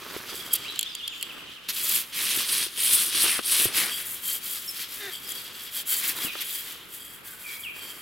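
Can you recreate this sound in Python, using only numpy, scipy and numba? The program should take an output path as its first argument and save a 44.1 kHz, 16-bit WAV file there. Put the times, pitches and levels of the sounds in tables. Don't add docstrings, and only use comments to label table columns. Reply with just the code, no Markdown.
import sys
import numpy as np
from scipy import signal
from scipy.fft import rfft, irfft, next_fast_len
from scipy.io import wavfile
from scipy.ndimage import map_coordinates
from numba import njit

SR = 44100
rng = np.random.default_rng(int(sys.argv[2]) if len(sys.argv) > 2 else 0)


def persist_wave(psi):
    counts = np.round(np.clip(psi, -1, 1) * 32767).astype(np.int16)
    wavfile.write(sys.argv[1], SR, np.atleast_2d(counts).T)


N = 353505

# start_s, length_s, fastest_frac, arch_db, cloth_hiss_db, palm_hiss_db, rasp_db
KNEE_WIPES = [(1.704, 0.35, 0.72, 7.5, -36.5, -23.5, -31), (2.118, 0.36, 0.82, 3.5, -30.5, -29.5, -30),
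              (2.443, 0.25, 0.2, 6, -25.5, -29.5, -28), (2.746, 0.37, 0.52, 8.5, -21.5, -25, -28),
              (3.077, 0.34, 0.47, 9.5, -22.5, -30, -25.5), (3.419, 0.29, 0.55, 8, -22.5, -23.5, -27),
              (3.696, 0.27, 0.29, 20, -25.5, -24.5, -26.5), (3.956, 0.1, 0.15, 12, -31, -28, -32.5)]
# start_s, length_s, fastest_frac, hiss_db, rasp_db, ring_db
FINGER_RUBS = [(-.05, 0.37, 0.55, -43.5, -43.5, -65), (0.257, 0.28, 0.37, -39, -43.5, -42.5),
               (0.5, 0.1, 0.17, -35, -44, -31), (0.564, 0.26, 0.17, -47, -46.5, -43.5),
               (1.11, 0.36, 0.2, -50, -67, -48), (3.886, 0.12, 0.16, -30.5, -58, -30),
               (4.006, 0.22, 0.42, -32.5, -47, -53), (4.212, 0.19, 0.5, -26.5, -38.5, -39),
               (4.391, 0.27, 0.38, -30, -40, -47), (4.617, 0.16, 0.53, -36, -48.5, -65),
               (4.721, 0.16, 0.57, -33.5, -38, -48), (4.86, 0.28, 0.27, -37, -42, -58),
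               (5.095, 0.12, 0.36, -38, -58, -37), (5.191, 0.33, 0.35, -36.5, -44, -43.5),
               (5.49, 0.22, 0.95, -38, -42.5, -48), (5.7, 0.14, 0.67, -29.5, -38, -37),
               (5.85, 0.18, 0.47, -22.5, -35, -34), (5.992, 0.16, 0.6, -25.5, -32, -66),
               (6.139, .16, 0.66, -28.5, -36.5, -40), (6.277, 0.19, 0.67, -40.5, -41.5, -53),
               (6.415, 0.24, 0.56, -31, -43.5, -43), (6.616, 0.18, 0.28, -38.5, -44.5, -52),
               (6.874, 0.12, 1, -35.5, -52, -49), (6.974, 0.23, 0.1, -39.5, -78, -46),
               (7.226, 0.16, 0.3, -37, -50.5, -54), (7.361, 0.23, 0.93, -38, -46.5, -51),
               (7.57, 0.15, 0, -38, -54, -49), (7.724, 0.33, 0.41, -40, -49.5, -43.5)]
# freq_hz, level_db
CLOTH_SPECTRUM = [(4000, -53.5), (6800, -18), (8200, 1), (10300, 5), (12900, -7), (14200, -7),
                  (16000, -18.5)]
# freq_hz, level_db
FINGER_SPECTRUM = [(4500, -31), (6700, -11), (7600, -5), (8800, -8), (10200, -2.5), (11000, -3.5),
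                   (11600, 0.5), (12700, -5), (13800, -2), (16000, -8.5)]
# freq_hz, level_db
RASP_SPECTRUM = [(30, -34), (200, -9.5), (380, -8), (750, -27), (1100, -6.5), (2000, -1), (3200, 5),
                 (3900, 4.5), (4700, 3.5), (6500, -1.5), (9000, -25)]
# time_s, resonance_hz, level_db
GRIP_HOLLOW = [(1.9, 2570, -15), (2.2, 2260, -3.5), (2.6, 3470, -24), (2.83, 2930, 3.5), (3.1, 3150, -36),
               (3.28, 2690, -3), (3.37, 1850, 6), (3.451, 3560, -18), (3.6, 2730, -6), (3.82, 2010, -2),
               (4, 2000, 3.5), (4.3, 1970, -21), (6.1, 1960, -4.5)]
# freq_hz, width_hz, level_db
GLASS_MODES = [(3240, 80, 5.5), (4600, 130, -5), (7620, 220, -9)]
# start_s, ring_db, snap_db
GRIT_CRACKS = [(0.759, -28, -29), (0.7916, -12, -8.5), (0.8104, -21, -18), (.829, -15, -17),
               (0.951, -23, -20.5), (1.078, -18.5, -20), (1.2116, -30, -28), (1.227, -17.5, -16),
               (2.396, -21, -19), (2.933, -24, -12), (5.291, -40, -22), (5.32, -44, -20)]
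# freq_hz, width_hz, level_db
CRUST_MODES = [(3180, 180, -0.5), (4260, 200, -7.5)]
# freq_hz, width_hz, level_db
SNAP_MODES = [(7380, 400, 0), (9940, 1800, -6)]
# start_s, length_s, level_db, rasp_re_hiss_db
CRUST_SCRATCHES = [(0.53, 0.013, -19.5, -32), (0.547, 0.017, -27, -11), (1.681, 0.031, -28, 1.5),
                   (3.636, 0.027, -22, -13), (6.403, 0.026, -29.5, -5)]
# start_s, peak_db, pitch_hz
HAND_BUMPS = [(0.164, -23.5, 410), (.343, -32, 376), (2.374, -28.5, 370), (2.665, -35.5, 380),
              (3.39, -28.5, 467), (3.391, -19, 1410), (3.655, -19, 368), (3.659, -30, 111),
              (6.248, -31, 255), (6.353, -25.5, 1290)]
# start_s, length_s, fastest_frac, level_db
ARM_SHIFTS = [(-.1, 0.88, 0.28, -42), (1.23, 0.31, 0.34, -45.5), (2.319, 0.13, 0.65, -39.5),
              (3.205, 0.12, 0.3, -33), (3.576, 0.37, 0.63, -38.5), (5.22, 0.86, 0, -52),
              (6.052, 0.268, 0.8, -39.5), (6.586, 0.35, .25, -50), (7.73, 0.41, 0.33, -49.5)]
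# freq_hz, level_db
RUSTLE_SPECTRUM = [(25, -21), (130, -6.5), (380, 2.5), (560, -4.5), (800, -6.5), (1200, 1), (2200, -3.5),
                   (9000, -28)]
# start_s, length_s, start_hz, end_hz, level_db
BIRD_CHIRPS = [(0.646, 0.089, 2190, 3370, -38.5), (.682, 0.04, 3770, 3920, -34),
               (0.858, 0.03, 3130, 3690, -33), (0.883, 0.12, 5250, 4700, -46),
               (0.987, 0.042, 3680, 2830, -39), (1.027, 0.0394, 3220, 3600, -33),
               (1.091, 0.16, 7270, 6840, -53), (4.676, 0.04, 5420, 5250, -33),
               (5.262, 0.05, 5400, 4830, -45), (5.373, .028, 5000, 4300, -41),
               (6.243, 0.085, 3310, 2390, -35.5), (7.25, 0.21, 1646, 1470, -52.5),
               (7.441, 0.14, 2460, 2262, -40.5), (7.635, 0.077, 3340, 2320, -34.5)]
# start_s, stop_s, spacing_s, start_hz, end_hz, first_db, step_db
BIRD_TRILLS = [(1.11, 1.6, .09, 3300, 2260, -39, -1), (6.169, 6.55, 0.11, 4150, 3110, -40.5, -0.2)]
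# time_s, pitch_hz, level_db
CAW_CONTOUR = [(4.97, 413, -59), (5.007, 419.3, -39), (5.065, 392.3, -36.5), (5.101, 350, -40.5),
               (5.15, 347, -58)]
# freq_hz, width_hz, level_db
THROAT_MODES = [(386, 35, 3), (744, 120, -4.5), (1820, 370, 6.5), (3580, 180, 4)]
# freq_hz, level_db
AIR_SPECTRUM = [(25, -8), (100, -1.5), (400, -1), (750, -9), (1200, -0.5), (3200, -3), (6000, -18),
                (16000, -35)]
# time_s, level_db
FAR_CHORUS = [(.3, -52), (.8, -42.5), (1.6, -50), (6, -50.5), (6.4, -42), (7, -55.5)]
# freq_hz, side_re_mid_db
SIDE_SPECTRUM = [(60, -5), (300, -6.5), (1500, -25.5), (4000, -7.5), (8000, -18)]
# freq_hz, left_re_right_db
BALANCE = [(100, 4.5), (250, 2), (600, -.5), (1400, 2.6), (2900, 2.4), (5500, -1.2), (8500, -.8),
           (13500, 3.6)]
# time_s, left_re_right_db
BOTTLE_PAN = [(0, -2.8), (4.5, 0.6), (8, -1)]

RASP_EXPONENT = 0.72


def wiping(hiss, rasp):
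    grit = friction(slips_per_s=15000, size_db=-1.5, clump_db=1.87)
    weave = friction(slips_per_s=3200, size_db=3.2, clump_db=1.25)
    return hiss * coloured(grit, CLOTH_SPECTRUM) + rasp * rasping(weave)


def wipe_levels(ring_re_rasp_db=-10):
    hiss, palm, rasp = np.zeros((3, N))
    for start_s, length_s, fastest_frac, arch_db, hiss_db, palm_db, rasp_db in KNEE_WIPES:
        speed = stroke(start_s, length_s, fastest_frac, arch_db, ease_s=0.096)
        hiss += amp(hiss_db) * speed
        palm += amp(palm_db) * speed
        rasp += amp(rasp_db) * speed ** RASP_EXPONENT
    return trickle(hiss), trickle(palm), trickle(rasp), amp(ring_re_rasp_db) * rasp


def rubbing(hiss, rasp, ring, grip_hiss_db=-61):
    grit = friction(slips_per_s=9000, size_db=2.0, clump_db=1.62)
    skin = friction(slips_per_s=8000, size_db=-1.0, clump_db=1.53)
    soil_hiss = np.hypot(hiss, amp(grip_hiss_db)) * coloured(grit, FINGER_SPECTRUM)
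    return soil_hiss + rasp * rasping(skin) + ring * glass(skin)


def rub_levels():
    hiss, rasp, ring = np.zeros((3, N))
    for start_s, length_s, fastest_frac, hiss_db, rasp_db, ring_db in FINGER_RUBS:
        speed = stroke(start_s, length_s, fastest_frac, arch_db=9.5, ease_s=0.055)
        hiss += amp(hiss_db) * speed
        rasp += amp(rasp_db) * speed ** RASP_EXPONENT
        ring += amp(ring_db) * speed
    return trickle(hiss), trickle(rasp), ring


def stroke(start_s, length_s, fastest_frac, arch_db, ease_s):
    t, speed = np.arange(int(length_s * SR)) / SR, np.zeros(N + SR)
    ends = np.sin(np.pi / 2 * np.clip(np.minimum(t, length_s - t) / ease_s, 0, 1))
    slack = np.interp(t / length_s, [0, np.clip(fastest_frac, .05, .95), 1], [1, 0, 1])
    add(speed, start_s + 1, ends * amp(-arch_db * slack))
    return speed[SR:]


def friction(slips_per_s, size_db, clump_db):
    hits = (rng.random(N) < slips_per_s / SR) * rng.choice([-1, 1], N)
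    sizes = amp(size_db * np.clip(rng.standard_normal(N), -3, 3))
    return hits * sizes * amp(clump_db * (wobble(45) + wobble(350)))


def trickle(level, tail_db=-14, decay_s=0.27):
    pole = np.exp(-1 / (decay_s * SR))
    tail = signal.lfilter([1 - pole], [1, -pole], level)
    return np.hypot(level, amp(tail_db) * tail)


def rasping(slips, hollow_q=2.35):
    time_s, hz, db = np.transpose(GRIP_HOLLOW)
    t = np.arange(N) / SR
    gain = amp(np.interp(t, time_s, db))
    hollow = unit(moving_resonance(slips, np.interp(t, time_s, hz), hollow_q))
    return (coloured(slips, RASP_SPECTRUM) + gain * hollow) / (1 + gain / 2)


def glass(slips, bend_frac=0.016):
    bend = 1 + bend_frac * wobble(5)
    return unit(sum(amp(db) * moving_resonance(slips, hz * bend, hz / width_hz)
                    for hz, width_hz, db in GLASS_MODES))


def cracks(t60_s=0.013, highpass_hz=2500):
    t, out = np.arange(SR // 30) / SR, np.zeros(N)
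    highpass = signal.butter(2, highpass_hz, "high", fs=SR, output="sos")
    for start_s, ring_db, snap_db in GRIT_CRACKS:
        burst = signal.sosfilt(highpass, rng.standard_normal(len(t)) * amp(-60 * t / t60_s))
        for modes, db in (CRUST_MODES, ring_db), (SNAP_MODES, snap_db):
            tick = resonate(burst, modes)
            add(out, start_s, amp(db) * tick / np.abs(tick).max())
    return out


def scratches(squeal_hz=11600, squeal_width_hz=1300):
    grit = friction(slips_per_s=9000, size_db=2.5, clump_db=1.8)
    squeal = resonate(grit, [(squeal_hz, squeal_width_hz, 0)])
    hiss = unit(coloured(grit, FINGER_SPECTRUM) + squeal)
    rasp = rasping(grit)
    t, out = np.arange(N) / SR, np.zeros(N)
    for start_s, length_s, db, rasp_db in CRUST_SCRATCHES:
        push = np.interp(t, start_s + length_s * np.array([0, .35, .65, 1.3]), [0, 1, 1, 0])
        out += amp(db) * push * (hiss + amp(rasp_db) * rasp)
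    return out


def bumps(t60_cycles=7.1, puff_t60_s=0.033, puff_db=-14, attack_s=0.00071):
    t, out = np.arange(SR // 10) / SR, np.zeros(N)
    for start_s, db, hz in HAND_BUMPS:
        push = np.sin(2 * np.pi * hz * t) * amp(-60 * t * hz / t60_cycles)
        noise = coloured(rng.standard_normal(len(t)), RUSTLE_SPECTRUM)
        puff = noise * amp(puff_db - 60 * t / puff_t60_s)
        knock = (push + puff) * (1 - np.exp(-t / attack_s))
        add(out, start_s, amp(db) * knock / np.abs(knock).max())
    return out


def sleeve(pressure, follow_db=-16.5):
    arm = sum(amp(db) * stroke(start_s, length_s, fastest_frac, arch_db=8, ease_s=0.049)
              for start_s, length_s, fastest_frac, db in ARM_SHIFTS)
    level = np.hypot(arm, amp(follow_db) * pressure)
    return level * coloured(friction(slips_per_s=1500, size_db=4, clump_db=1.5), RUSTLE_SPECTRUM)


def spread(x, t60_s=0.049, shift_hz=90):
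    t = np.arange(SR // 20) / SR
    paths = rng.standard_normal((4, len(t))) * amp(-60 * t / t60_s)
    paths /= np.linalg.norm(paths)
    side = sum(signal.fftconvolve(x * unit(wobble(shift_hz)), path)[:N] for path in paths)
    side = filtered(side, lambda hz: amp(along(SIDE_SPECTRUM, hz)))
    return filtered(np.array([x + side, x - side]), lambda hz: pan(along(BALANCE, hz)))


def placed(pair):
    return pair * pan(np.interp(np.arange(N) / SR, *np.transpose(BOTTLE_PAN)))


def songbirds(waver_frac=0.014, flutter_db=4.0, settle_exponent=2.4, trill_note_s=0.033):
    notes = [(*chirp, settle_exponent) for chirp in BIRD_CHIRPS]
    for first_s, stop_s, spacing_s, start_hz, end_hz, db, step_db in BIRD_TRILLS:
        for k, start_s in enumerate(np.arange(first_s, stop_s, spacing_s)):
            notes.append((start_s, trill_note_s, start_hz, end_hz, db + k * step_db, 1))
    out, drift = np.zeros(N), 1 + waver_frac * wobble(300)
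    for start_s, length_s, start_hz, end_hz, db, exponent in notes:
        progress = np.linspace(0, 1, int(length_s * SR))
        hz = end_hz + (start_hz - end_hz) * (1 - progress) ** exponent
        phase = 2 * np.pi * np.cumsum(hz * drift[int(start_s * SR):][:len(hz)]) / SR
        swell = np.sqrt(2 * np.abs(np.sin(np.pi * np.sqrt(progress))))
        add(out, start_s, amp(db) * swell * np.sin(phase))
    return out * amp(flutter_db * wobble(420))


def crow(jitter_frac=0.016, roughness=0.69):
    time_s, pitch_hz, db = np.transpose(CAW_CONTOUR)
    t = np.arange(N) / SR
    cycles = np.cumsum(np.interp(t, time_s, pitch_hz) * (1 + jitter_frac * wobble(400))) / SR
    pulses = unit(np.diff(np.floor(cycles), prepend=0))
    rasp = unit(rng.standard_normal(N) * np.cos(np.pi * cycles) ** 2)
    level = amp(np.interp(t, time_s, db, left=-120, right=-120))
    return level * resonate(pulses + roughness * rasp, THROAT_MODES)


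def trees(x, t60_s, wet_db, lowpass_hz=4500):
    t = np.arange(SR) / SR
    tail = rng.standard_normal((2, SR)) * amp(-60 * t / t60_s)
    echo = signal.fftconvolve(x[None], tail / np.linalg.norm(tail[0]), axes=1)[:, :N]
    echo = filtered(echo, lambda hz: 1 / np.sqrt(1 + (hz / lowpass_hz) ** 10))
    return (x + amp(wet_db) * echo) / np.hypot(1, amp(wet_db))


def air(hush_db=-50, song_hz=3190, song_width_hz=680):
    hush = amp(hush_db + 0.89 * wobble(3.07)) * coloured(rng.standard_normal(N), AIR_SPECTRUM)
    song_db = np.interp(np.arange(N) / SR, *np.transpose(FAR_CHORUS), left=-120, right=-120)
    flutter_db = 2.8 * wobble(25)
    song = resonate(rng.standard_normal(N), [(song_hz, song_width_hz, 0)])
    return hush + amp(song_db + flutter_db) * song


def amp(db):
    return 10 ** (np.asarray(db) / 20)


def pan(left_re_right_db):
    return amp(np.outer([.5, -.5], left_re_right_db))


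def unit(x):
    return x / np.sqrt(np.mean(x ** 2) + 1e-20)


def along(points, hz):
    freq_hz, values = np.transpose(points)
    return np.interp(np.log(hz + 1), np.log(freq_hz + 1), values)


def wobble(rate_hz):
    knots = rng.standard_normal(int(N * rate_hz / SR) + 4)
    return map_coordinates(knots, [np.arange(N) * rate_hz / SR])


def filtered(x, response):
    n = x.shape[-1]
    size = next_fast_len(n + 8192)
    return irfft(rfft(x, size) * response(np.fft.rfftfreq(size, 1 / SR)), size)[..., :n]


def coloured(x, spectrum):
    return unit(filtered(x, lambda hz: amp(along(spectrum, hz))))


def resonate(x, modes):
    return unit(filtered(x, lambda f: sum(
        amp(db) * 1j * f * width_hz / (hz * hz - f * f + 1j * f * width_hz)
        for hz, width_hz, db in modes)))


@njit
def moving_resonance(x, hz, q):
    out, low, band = np.zeros(len(x)), 0., 0.
    for i in range(len(x)):
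        tuning = 2 * np.sin(np.pi * hz[i] / SR)
        low += tuning * band
        band += tuning * (x[i] - low - band / q)
        out[i] = band / q
    return out


def add(track, start_s, sound):
    part = track[max(round(start_s * SR), 0):][:len(sound)]
    part += sound[:len(part)]


def scene(air_side_db=-5):
    wipe_hiss, palm_hiss, wipe_rasp, wipe_ring = wipe_levels()
    rub_hiss, rub_rasp, rub_ring = rub_levels()
    near = rubbing(np.hypot(rub_hiss, palm_hiss), rub_rasp, rub_ring + wipe_ring)
    near += wiping(wipe_hiss, wipe_rasp)
    near += sleeve(wipe_rasp + rub_rasp) + scratches() + cracks() + bumps()
    wood = air() + amp(air_side_db) * np.outer([1, -1], air())
    bottle = placed(spread(near))
    birds = trees(songbirds(), t60_s=1.0, wet_db=-0.5)
    caw = trees(crow(), t60_s=0.13, wet_db=-13)
    return bottle + wood + birds + caw


def record(dry, top_hz=15900):
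    return filtered(dry, lambda hz: hz < top_hz)


dry = scene()
out = record(dry)
persist_wave(out)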